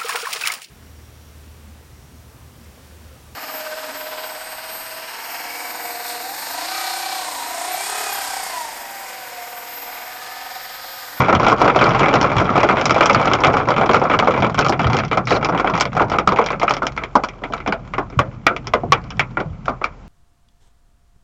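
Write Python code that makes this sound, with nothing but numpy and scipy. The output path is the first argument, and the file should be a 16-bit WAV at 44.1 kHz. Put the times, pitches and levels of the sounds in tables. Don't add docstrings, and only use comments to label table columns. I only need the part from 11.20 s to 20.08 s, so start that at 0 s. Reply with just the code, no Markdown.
import sys
import numpy as np
from scipy import signal
from scipy.fft import rfft, irfft
from scipy.io import wavfile
from scipy.ndimage import uniform_filter1d

SR = 44100
rng = np.random.default_rng(int(sys.argv[2]) if len(sys.argv) > 2 else 0)


def transcribe(signal):
    frames = np.atleast_2d(signal).T
    limited = np.clip(frames, -1, 1)
    pcm = np.round(limited * 32767).astype(np.int16)
    wavfile.write(sys.argv[1], SR, pcm)


def amplitude_ratio(level_db):
    exponent = np.asarray(level_db, float) / 20
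    return 10 ** exponent


N = 391602

# start_s, pellet_level_db, rumble_level_db
SHOWER = [
    (0.0, -18, -18.5),
    (0.29, -20.5, -25.5),
    (2.82, -27, -29),
    (3.51, -40.5, -24.5),
    (5.42, -50.5, -33.5),
    (6.01, -44.5, -41.5),
    (7.74, -44, -31),
    (8.88, -52.5, -43),
]

# freq_hz, level_db per Hz
RAIN_SPECTRUM = [(120, -17.5), (200, -0.5), (880, -6), (1310, -11), (1780, -19), (2270, -16), (3760, -27),
                 (5590, -27.5), (7700, -31.5), (10000, -75)]
# freq_hz, level_db per Hz
RUMBLE_SPECTRUM = [(15, -33), (25, -10.5), (48, -24), (81, -4), (129, 5.5), (300, -11), (390, -35.5),
                   (660, -120)]
IDLE_HZ, IDLE_DB = 40, -38.5

# start_s, peak_db, pitch_hz
THUMPS = [(0.82, -6.5, 154), (0.935, -11.5, 152.4), (1.164, -5.5, 108), (1.564, -15, 138),
          (1.944, -5.5, 154), (2.273, -4.5, 137), (3.221, -4.5, 206), (3.654, 1, 113.3), (4.323, -6.5, 171),
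          (4.532, -6, 171), (5.078, -6, 194.3), (6.971, -0.5, 127), (7.683, -7, 143.7), (8.257, -9.5, 155),
          (8.299, -12, 85)]

# start_s, end_s, level_db
SPRAY = (4.075, 4.175, -20)
CHIP_HZ = (3800, 4530)
CHIP_DB, CHIP_T60_S, CHIP_GLIDE = -22.5, 0.023, .05

# start_s, peak_db, pitch_hz
KNOCKS = [
    (5.073, -10, 1305),
    (5.432, -1, 705),
    (5.955, 2, 962),
    (6.991, -3.5, 1140),
    (7.536, -4.5, 693),
    (7.635, -10, 700),
    (7.721, 1, 1120),
    (8.171, -6.5, 1397),
    (7.267, -7.5, 1900),
]
KNOCK_DB, KNOCK_T60_S, KNOCK_RISE_S = -1, 0.055, 0.00068

# freq_hz, level_db per Hz
CAB_COLOUR = [(110, -32), (180, -6), (368, -6), (751, -5), (881, -9), (1310, -4.5), (1720, -23.5),
              (2250, -12), (2680, -21), (3100, -16.5), (3790, -25.5), (5470, -27), (7160, -47.5),
              (8000, -43.5), (10400, -77)]
# freq_hz, t60_s
RING_TIME = [(200, 0.094), (530, 0.2), (1390, 0.16), (3680, 0.045), (7000, 0.054)]
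COLOUR_HZ = [350, 1000, 2400, 5000]

# start_s, level_db, glass_db, crack_db
DOWNPOUR = [(0.003, -7, -7.5, -20), (0.083, -9.5, -9, -30), (0.126, -5, -9, -25), (0.149, -14, 4, -4.5),
            (0.197, -8.5, -8.5, -19), (0.265, -5, -6.5, -21), (0.283, -9, -6, -9.5), (0.318, -6, -18, -27),
            (0.415, -3, -7.5, -19), (0.453, -6.5, -20, -26.5), (0.478, -5.5, -3.5, -25.5),
            (0.56, -4, -9, -18), (0.611, -6, -4, -25), (0.64, -13.5, -1.5, -5), (0.734, -18, -6, -17),
            (0.793, -11.5, 4, -3), (0.831, -7, -6, -30), (0.883, -9.5, -3, -19), (0.91, -13, -6, -34),
            (0.954, -6, -6, -16.5), (1.012, -5.5, -11, -10.5), (1.043, -9, -4.5, -21),
            (1.116, -11.5, -6, -26), (1.166, -14, 0, -9), (1.198, -8, -6.5, -23), (1.291, -9.5, -9, -47),
            (1.364, -6, -19, -23), (1.403, -11, -5.5, -20), (1.431, -4.5, -6.5, -18.5),
            (1.496, -8, -2, -36)]
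# start_s, level_db, glass_db, crack_db
STEADY = [(1.569, -8.5, -5.5, -26), (1.655, -10, -2, 0.5), (1.695, -12.5, -4.5, -11.5),
          (1.761, -7, -11.5, -25.5), (1.807, -3.5, -3.5, -27), (1.857, -8.5, -6.5, 2.5),
          (1.896, -4, -6.5, -21.5), (1.946, -5.5, -4, -20.5), (1.997, -10, -10, -25),
          (2.072, -9.5, -2.5, -19), (2.134, -7.5, -2.5, -9.5), (2.204, -10, -14.5, -16),
          (2.246, -4, -5.5, -9), (2.28, -5.5, -16, -42), (2.339, -8, -12, -26), (2.368, -9.5, -7, -17),
          (2.486, -7.5, -11, -19), (2.504, -8.5, -8, -24), (2.563, -11.5, -5.5, -26),
          (2.611, -8.5, -11, -25), (2.692, -5, -11, -32), (2.743, -6.5, -5, -14), (2.815, -7, -17, -35),
          (2.898, -7.5, -6, -24.5), (2.936, -9.5, -6.5, -27), (2.989, -6.5, -6, -6.5),
          (3.024, -8, -23, -30), (3.072, -5, -11.5, -26), (3.222, -7.5, -3.5, -24.5),
          (3.264, -11, -11, -22)]
# start_s, level_db, glass_db, crack_db
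THINNING = [(3.344, -18, 2, -4.5), (3.389, -3.5, -7.5, -7.5), (3.446, -13.5, -7, -5), (3.494, -4, -28, -7),
            (3.593, -10, -5, -22), (3.643, -13.5, 1.5, -23), (3.668, -11.5, -7, -14),
            (3.731, -17.5, 0.5, -2), (3.767, -17, 1, 2), (3.787, -12.5, 2.5, -14), (3.913, -11, -1.5, -22),
            (3.972, -8, -8, -21.5), (4.071, -18, 5, -9.5), (4.106, -7.5, -6, -24), (4.15, -14, -3, -19),
            (4.227, -13.5, -2.5, -21), (4.246, -11, -3.5, -4), (4.287, -9.5, -15.5, -23),
            (4.323, -13.5, -18, -44), (4.376, -18.5, 1, -13), (4.397, -8, -9.5, -13.5),
            (4.461, -18, -2, -47), (4.537, -11, -8.5, -22.5), (4.552, -15, -2, -11.5), (4.608, -8.5, 1, 3),
            (4.766, -9.5, -9.5, -17), (4.804, -5.5, -21, -33), (4.916, -12.5, -4, -19),
            (4.934, -13, -11, -26), (4.985, -9.5, -3, -18)]
# start_s, level_db, glass_db, crack_db
EASING = [(5.074, -4, -5.5, -15.5), (5.12, -7.5, -13, -20), (5.16, -14.5, -2.5, -17.5),
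          (5.186, -4, -15, -26.5), (5.24, -30, 6, -4), (5.261, -17.5, 5.5, -1.5), (5.303, -12, -5.5, -21),
          (5.328, -16.5, -4, -40), (5.397, -20, -4, -2), (5.415, -14, 0, -24), (5.43, -7, -12.5, -15),
          (5.479, -14.5, 7.5, -30.5), (5.507, -6, -8.5, -12.5), (5.537, -22, 9, 1), (5.566, -17, -10, -9),
          (5.62, -11, -15, -35), (5.667, -16.5, 1, -3.5), (5.776, -18, 5.5, -15), (5.818, -24.5, -11, -36),
          (5.836, -20, 5, -11), (5.953, -3, -19, -23.5), (6.036, -11.5, -4.5, -7.5), (6.086, -31, 8, 0),
          (6.218, -27, -41, -31), (6.237, -19, 1, -23), (6.3, -29.5, -44, -30), (6.323, -24, -4, -15),
          (6.335, -15.5, -4, -7.5), (6.357, -46, -7, -25), (6.402, -28.5, 6, -16)]
# start_s, level_db, body_db, glass_db, crack_db
LAST = [(6.461, -17, -12, -7.5, -31.5), (6.475, -15, 3, 0.5, -15.5), (6.523, -10.5, -9.5, -2, -17),
        (6.736, -18.5, -15.5, -1, -23.5), (6.781, -8, -13.5, -12, -31.5), (6.924, -41.5, 13.5, 6, -22),
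        (6.99, -4, -11.5, -4, -17.5), (7.046, -34, 5, -32, -36), (7.266, -5.5, -12.5, 4, -13.5),
        (7.309, -20, 3, -31, -45), (7.363, -25.5, 2, 7.5, -2), (7.47, -23.5, -9, 0, 2),
        (7.536, -5.5, -8, -3.5, -17), (7.635, -25, 5, -45, -43), (7.721, -4, -7, 3, -9),
        (7.775, -25.5, -25, -5.5, -37), (7.904, -27.5, -10, 3.5, -3), (7.994, -11, -11, 8.5, -5.5),
        (8.171, -13, -10.5, -6, -53), (8.201, -16.5, -3.5, -8, -19.5), (8.456, -25, -16.5, -4, -8.5),
        (8.48, -9.5, -14.5, -17, -29), (8.614, -18.5, -9, -13, -36), (8.641, -13.5, -15, 4.5, -7.5)]
# start_s, level_db
TICKS = [(0.019, -15), (0.298, -11.5), (0.691, -16.5), (0.939, -5.5), (1.182, -9), (1.707, -6.5),
         (2.055, -12.5), (2.66, -14.5), (3.463, -11.5), (4.576, -13.5), (4.653, -14.5), (4.73, -24.5),
         (4.75, -20.5), (4.898, -18.5), (5.72, -30.5), (5.858, -42), (6.675, -36), (6.9, -35), (7.839, -35),
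         (7.969, -35), (8.109, -40)]
# body_db, glass_db, crack_db
TICK_TINT_DB = [-7.5, -3.5, -9.5]
# start_s, level_db, glass_db, crack_db
PATTER_EARLY = [(0.057, -19, -8, -23), (0.096, -10, -6.5, -26), (0.23, -8, -16, -24), (0.246, -17, 6, -10),
                (0.362, -28.5, -12.5, -19), (0.393, -27, -12.5, -11), (0.402, -19.5, -4, -11.5),
                (0.444, -10.5, -2, -16), (0.547, -12.5, -14, -29), (0.601, -20, -10.5, -25),
                (0.655, -12.5, -6, -33), (0.666, -10.5, -7, -21), (0.706, -9.5, -7, -23),
                (0.747, -9, -5, -22), (0.803, -9, -13, -29), (0.816, -11.5, -4.5, -24),
                (0.849, -25, -12, -12), (0.928, -7, -14, -27), (0.986, -21, -4.0, -20),
                (1.066, -20, -9, -19), (1.086, -18, -14, -33), (1.154, -12.5, -15, -24),
                (1.246, -22, -20, -29), (1.254, -16.5, -6, -41.5), (1.333, -41, -4, -18),
                (1.355, -9, -7.0, -18.5), (1.377, -12.5, -0.5, -12.5), (1.488, -12.5, 0.5, -16),
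                (1.527, -14.5, -12, -32), (1.582, -29, 3, -11), (1.595, -17, -7, -12),
                (1.612, -12, -5, -8.5), (1.641, -26.5, -5, -2.5), (1.681, -26.5, -8, -2.5),
                (1.744, -13, 0, -9.5), (1.786, -25, 3, -10), (1.834, -26, -13, 0),
                (1.872, -19.5, -6.5, -14), (1.93, -21, 2, 3)]
# start_s, level_db, glass_db, crack_db
PATTER_MIDDLE = [(1.973, -17, -6.5, -34), (2.013, -11.5, -5.5, -13.5), (2.027, -16, -3, -17),
                 (2.045, -14, -7, -25), (2.099, -14.5, -10, -19), (2.114, -10, -6, -35),
                 (2.187, -16.5, -8, -28), (2.236, -7.5, -2, -17), (2.301, -23, -7, -23),
                 (2.332, -15, -13, -14), (2.399, -12, -15, -35), (2.43, -59, -29, -12),
                 (2.459, -32.5, -21, -28), (2.473, -13, -24, -31), (2.539, -24, 2, -16),
                 (2.58, -9.5, -6, -19), (2.633, -11, -11, -34), (2.712, -14.5, -1, -9),
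                 (2.733, -9, -6, -17), (2.756, -11.5, -4.5, -15), (2.797, -29.5, 2, -4.0),
                 (2.838, -16, -18, -10), (2.87, -25, -5, -28.5), (2.93, -19, -10, -13),
                 (3.045, -28, 3, -4.5), (3.107, -13.5, -6.5, -20), (3.138, -12.5, -7, -26),
                 (3.162, -15, -7, -33), (3.175, -14, -13, -28), (3.202, -22.5, -4, -4.5),
                 (3.323, -47, 4.0, -1), (3.381, -10.5, -9, -22), (3.424, -24.5, 12, -15),
                 (3.484, -22, 1, 1), (3.523, -11.5, -5, -21), (3.576, -42, -23, -2), (3.616, -23, -4, -9),
                 (3.63, -18.5, -10, -11), (3.698, -15.5, -5, -18)]
# start_s, level_db, glass_db, crack_db
PATTER_LATE = [(3.721, -12, -21, -29), (3.744, -6, -21, -20), (3.801, -27, 3, -8), (3.826, -39, -4, -9.0),
               (3.835, -16.5, -6, -19.0), (3.849, -30, 8, 0), (3.88, -49, 11, 16), (3.929, -12, -6, -17),
               (3.948, -18, -11, -25), (4.031, -47, -20, -17), (4.04, -46.5, -6, -8.5),
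               (4.054, -39, -11, 4), (4.162, -11.5, -10, -25), (4.211, -23, -5, -27),
               (4.347, -11, -11.5, -39), (4.444, -8.5, -18, -33), (4.473, -15, 2, -25),
               (4.497, -12.5, -10.5, -19), (4.599, -16, -2, -2.5), (4.719, -36, 3, -26),
               (4.796, -11.5, -3.5, -31), (4.817, -13, -5, -16), (4.882, -25, -12, -14),
               (4.957, -22, -6, -16), (5.063, -42, 3, -11), (5.11, -18.5, -15.5, -27.5),
               (5.171, -16.5, -1.5, -14.5), (5.214, -24, 4, -8), (5.318, -30, -6, -1),
               (5.359, -42, -7, -13), (5.47, -27, -2, -14), (5.495, -18.5, -9.5, -7),
               (5.629, -19.5, -4, -14), (5.764, -27.5, -1, -9), (5.912, -47, -1, -20),
               (5.941, -41, -15, -27), (6.134, -44, -12, -11), (6.159, -41, -16, -18),
               (6.378, -28.5, -2, -12)]

PUNCH_HZ = (780.5, 1514)
PUNCH_DB, PUNCH_T60_S, PUNCH_LATE_S = -2, 0.009, .0008

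# start_s, peak_db
OVERLOADS = [(0.001, -26), (0.416, -35.5), (0.611, -48), (1.365, -48.5), (1.5, -46), (5.185, -53),
             (0.956, -38), (1.6541, -43.5), (1.815, -41.5), (2.6918, -45), (2.746, -39.5), (3.3886, -38.5),
             (3.494, -36.5), (4.6094, -29.5), (5.5104, -37.5), (5.9583, -37.5), (6.9887, -43),
             (7.2649, -30.5), (7.5348, -39.5), (7.7195, -29.5), (7.993, -38)]
SPLATTER_HZ = [7600, 16000]
# low_hz, high_hz, share of moments missing
HOLES = [(7650, 8350, .35), (7880, 8150, .6)]


def rms_one(x):
    return x / np.sqrt(np.mean(x ** 2) + 1e-20)


def in_time(rows, s):
    at, *columns = np.transpose(rows)
    return [np.interp(s, at, c) for c in columns]


def at_hz(points, hz):
    freq_hz, value = np.transpose(points)
    return np.interp(np.log(hz), np.log(freq_hz), value)


def drift(rate_hz):
    knots = rng.standard_normal(400)
    return np.interp(np.arange(N) / SR * rate_hz, np.arange(len(knots)), knots)


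def coloured(spectrum):
    hz = np.maximum(np.fft.rfftfreq(N, 1 / SR), 1)
    white = rfft(rng.standard_normal(N))
    return rms_one(irfft(white * amplitude_ratio(at_hz(spectrum, hz)), N))


def clicks(at_s, sizes):
    at = np.clip(at_s * SR, 0, N - 1).astype(int)
    return np.bincount(at, sizes, N) + 1e-18


def ring(pushes, hz, t60):
    r, w = amplitude_ratio(-60 / (t60 * SR)), 2 * np.pi * hz / SR
    return signal.lfilter([0, np.sin(w)], [1, -2 * r * np.cos(w), r * r], pushes)


def fading(power, t60, rise_s):
    r, q = amplitude_ratio(-120 / (t60 * SR)), np.exp(-1 / (max(rise_s, 1e-4) * SR))
    energy = signal.lfilter([1 - q], [1, -r - q, r * q], power)
    return np.sqrt(np.maximum(energy, 0))


def bandpass(x, order, edges_hz):
    return signal.sosfilt(signal.butter(order, edges_hz, "band", fs=SR, output="sos"), x)


def rain():
    return amplitude_ratio(-49 + 1.5 * drift(15)) * coloured(RAIN_SPECTRUM)


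def body_rumble():
    level_db = in_time(SHOWER, np.arange(N) / SR)[1]
    return amplitude_ratio(level_db + 3.4 * drift(13)) * coloured(RUMBLE_SPECTRUM)


def idling_engine():
    cycles = np.cumsum(IDLE_HZ + 1.2 * drift(2.4)) / SR
    firing = amplitude_ratio(IDLE_DB + 1.4 * drift(2.5)) * np.sin(2 * np.pi * cycles)
    boom = rms_one(ring(rng.standard_normal(N), 63, 0.6))
    return firing + amplitude_ratio(IDLE_DB - 6.5) * boom


def roof_thumps():
    out, t = np.zeros(N), np.arange(int(.3 * SR)) / SR
    swell = (1 - np.exp(-t / 0.0079)) * amplitude_ratio(-60 * t / 0.14)
    for s, db, hz in THUMPS:
        tone = np.sin(2 * np.pi * hz * t) + .5 * np.sin(2 * np.pi * 0.66 * hz * t + 1)
        at = int(s * SR)
        out[at:at + len(t)] += (amplitude_ratio(db - 4.5) * swell * tone)[:N - at]
    return out


def chip_rattle(count):
    out, t = np.zeros(N), np.arange(int(.03 * SR)) / SR
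    start_s, end_s, _ = SPRAY
    for along, size, pitch in rng.random((count, 3)):
        at = int((start_s + along * (end_s - start_s)) * SR)
        hz = np.interp(pitch, [0, 1], CHIP_HZ) * (1 + CHIP_GLIDE * t / CHIP_T60_S)
        fade = amplitude_ratio(CHIP_DB - 10 * size - 60 * t / CHIP_T60_S)
        out[at:at + len(t)] += fade * np.sin(2 * np.pi * np.cumsum(hz) / SR)
    return out


def panel_knocks():
    out, t = np.zeros(N), np.arange(int(.1 * SR)) / SR
    swell = (1 - np.exp(-t / KNOCK_RISE_S)) * amplitude_ratio(-60 * t / KNOCK_T60_S)
    for s, db, hz in KNOCKS:
        at = int(s * SR)
        out[at:at + len(t)] += amplitude_ratio(db + KNOCK_DB) * swell * np.sin(2 * np.pi * hz * t)
    return out


def pellets(count, spread_db, colour_db):
    s, size = rng.random((2, count))
    s = s * N / SR
    level_db = in_time(SHOWER, s)[0] + 2.5 - spread_db * np.log(size + .01)
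    tint = colour_db * rng.standard_normal((count, 3)) + [0, 1.5, 3.0]
    return np.c_[s, level_db, tint]


def chip_spray(count):
    s, size = rng.random((2, count))
    start_s, end_s, db = SPRAY
    tint = np.ones((count, 1)) * [-14, 0, 20]
    return np.c_[start_s + s * (end_s - start_s), db - 8.0 * size, tint]


def with_body(rows):
    rows = np.array(rows, float)
    body_db = -10.5 - 0.22 * (rows[:, 2] + 9) - 0.29 * (rows[:, 1] + 8)
    return np.insert(rows, 2, body_db, axis=1)


def followers(stones, count, mean_s, down_db):
    chance = rng.random((len(stones), count, 5))
    rows = np.repeat(stones[:, None], count, axis=1)
    rows[..., 0] += .004 - mean_s * np.log(1 - .95 * chance[..., 0])
    rows[..., 1] += down_db * (.5 + chance[..., 1])
    rows[..., 2:] += 11.0 * (chance[..., 2:] - .5)
    rows[..., 4] = np.minimum(rows[..., 4], 10)
    return rows.reshape(-1, 5)


def all_hits():
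    typical = [0, -8, -9, -9, -22]
    crowd = np.array(DOWNPOUR + STEADY + THINNING + PATTER_EARLY + PATTER_MIDDLE, float)
    dense = np.insert(crowd, 2, -9, axis=1) - typical
    ticks = np.c_[TICKS, np.tile(TICK_TINT_DB, (len(TICKS), 1))]
    lone = np.r_[with_body(EASING + PATTER_LATE), LAST, ticks] - typical
    small = np.r_[pellets(count=1500, spread_db=2.5, colour_db=4.0), chip_spray(count=30)]
    dense_trail = followers(dense, count=1, mean_s=.011, down_db=-5.5)
    lone_trail = followers(lone, count=1, mean_s=0.013, down_db=-15.5)
    hits = np.r_[small, dense, lone, dense_trail, lone_trail]
    tint = np.c_[hits[:, 2], 0 * hits[:, 2], hits[:, 3:]]

    def level_db(hz):
        place = np.interp(np.log(hz), np.log(COLOUR_HZ), np.arange(4))
        blend = np.maximum(1 - abs(place - np.arange(4)), 0)
        return hits[:, 1] + tint @ blend + at_hz(CAB_COLOUR, hz)

    near = np.clip((hits[:, 4] + 3.6) / 14, 0, 1)
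    return hits[:, 0], level_db, near


def low_modes(s, level_db, count, late_cycles, loss_db):
    strength = rng.standard_normal((len(s), count))
    late = rng.exponential(1, (len(s), count))
    pitches = 180 * (2600 / 180) ** ((np.arange(count) + rng.random(count)) / count)
    out = np.zeros(N)
    for k, hz in enumerate(pitches):
        gain = amplitude_ratio(level_db(hz) + 10 * np.log10(hz / 1000) + loss_db)
        pushes = clicks(s + late[:, k] * late_cycles / hz, strength[:, k] * gain)
        out += ring(pushes, hz, 0.58 * at_hz(RING_TIME, hz))
    return out


def dent_punch(s, level_db, count):
    out, dealt = np.zeros(N), (s * SR).astype(int) % count
    for k, hz in enumerate(np.geomspace(*PUNCH_HZ, count)):
        for tone, t60, cut_db in ((hz, PUNCH_T60_S, 0), (2 * hz, PUNCH_T60_S / 2, 3.3)):
            push = clicks(s + PUNCH_LATE_S, -amplitude_ratio(level_db(tone) + PUNCH_DB - cut_db) * (dealt == k))
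            out += ring(ring(push, tone, t60), tone, t60) * 40 / (t60 * SR)
    return out


def crack_and_field(s, level_db, crack_db, field_db, tail_db, uneven_db):
    edges = 180 * 2 ** np.arange(0, 5.6, .25)
    uneven = uneven_db * rng.standard_normal((len(s), len(edges)))
    sign = rng.choice([-1, 1], len(s))
    white, out = rng.standard_normal((2, N)), np.zeros(N)
    for k, (low, high) in enumerate(zip(edges, edges[1:])):
        hz = np.sqrt(low * high)
        gain, t60 = amplitude_ratio(level_db(hz) + uneven[:, k]), at_hz(RING_TIME, hz)
        power = clicks(s, (amplitude_ratio(field_db) * gain) ** 2)
        field = fading(power, t60, 0.0013 + 0.33 / hz) + amplitude_ratio(tail_db) * fading(power, t60, 0.0066)
        crack = clicks(s + PUNCH_LATE_S, amplitude_ratio(crack_db) * sign * gain)
        out += bandpass(crack + field * white[k % 2], 2, [low, high])
    return out


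def hail():
    s, level_db, near = all_hits()
    modes = low_modes(s, lambda hz: level_db(hz) - 1.87 * near, count=60, late_cycles=0.817, loss_db=-18.5)
    punch = dent_punch(s, level_db, count=5)
    field = crack_and_field(s, level_db, crack_db=22 + 0.69 * near, field_db=2.3 - 6.1 * near,
                            tail_db=-20.0, uneven_db=3.5)
    return modes + punch + field


def scene():
    background = rain() + body_rumble() + idling_engine()
    return (background + roof_thumps() + chip_rattle(count=24) + panel_knocks() + hail())[None]


def headroom():
    s, db = np.transpose(OVERLOADS)
    return .83 + uniform_filter1d(clicks(s, 0 * db + 55.0), size=300)


def splatter():
    s, db = np.transpose(OVERLOADS)
    spit = fading(clicks(s, amplitude_ratio(2 * db)), 0.0029, 0) * rng.standard_normal(N)
    return bandpass(spit, 8, SPLATTER_HZ)


def flickering_top(x):
    chance = rng.random(N // 2822 + 1)[np.arange(N) // 2822]
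    for low, high, share in HOLES:
        sos = signal.cheby2(8, 40, [low - 60, high + 60], "band", fs=SR, output="sos")
        missing = uniform_filter1d(1.0 * (chance < share), size=600)
        x = x - missing * signal.sosfiltfilt(sos, x)
    return x


def top_cut(x):
    return signal.sosfilt(signal.butter(12, 16000, fs=SR, output="sos"), x)


def record(dry):
    narrow = signal.sosfilt(signal.butter(4, 33, "high", fs=SR, output="sos"), dry)
    limit = headroom()
    narrow = np.clip(narrow, -limit, limit)
    narrow = signal.sosfilt(signal.cheby2(14, 55, 8500, fs=SR, output="sos"), narrow)
    mirror = narrow * np.cos(2 * np.pi * 16000 * np.arange(N) / SR)
    mirror = bandpass(mirror, 4, [8050, 8750])
    mix = flickering_top(narrow + amplitude_ratio(-10.5) * mirror) + splatter()
    return top_cut(np.clip(mix, -1, 1))


dry = scene()
out = record(dry)
transcribe(out)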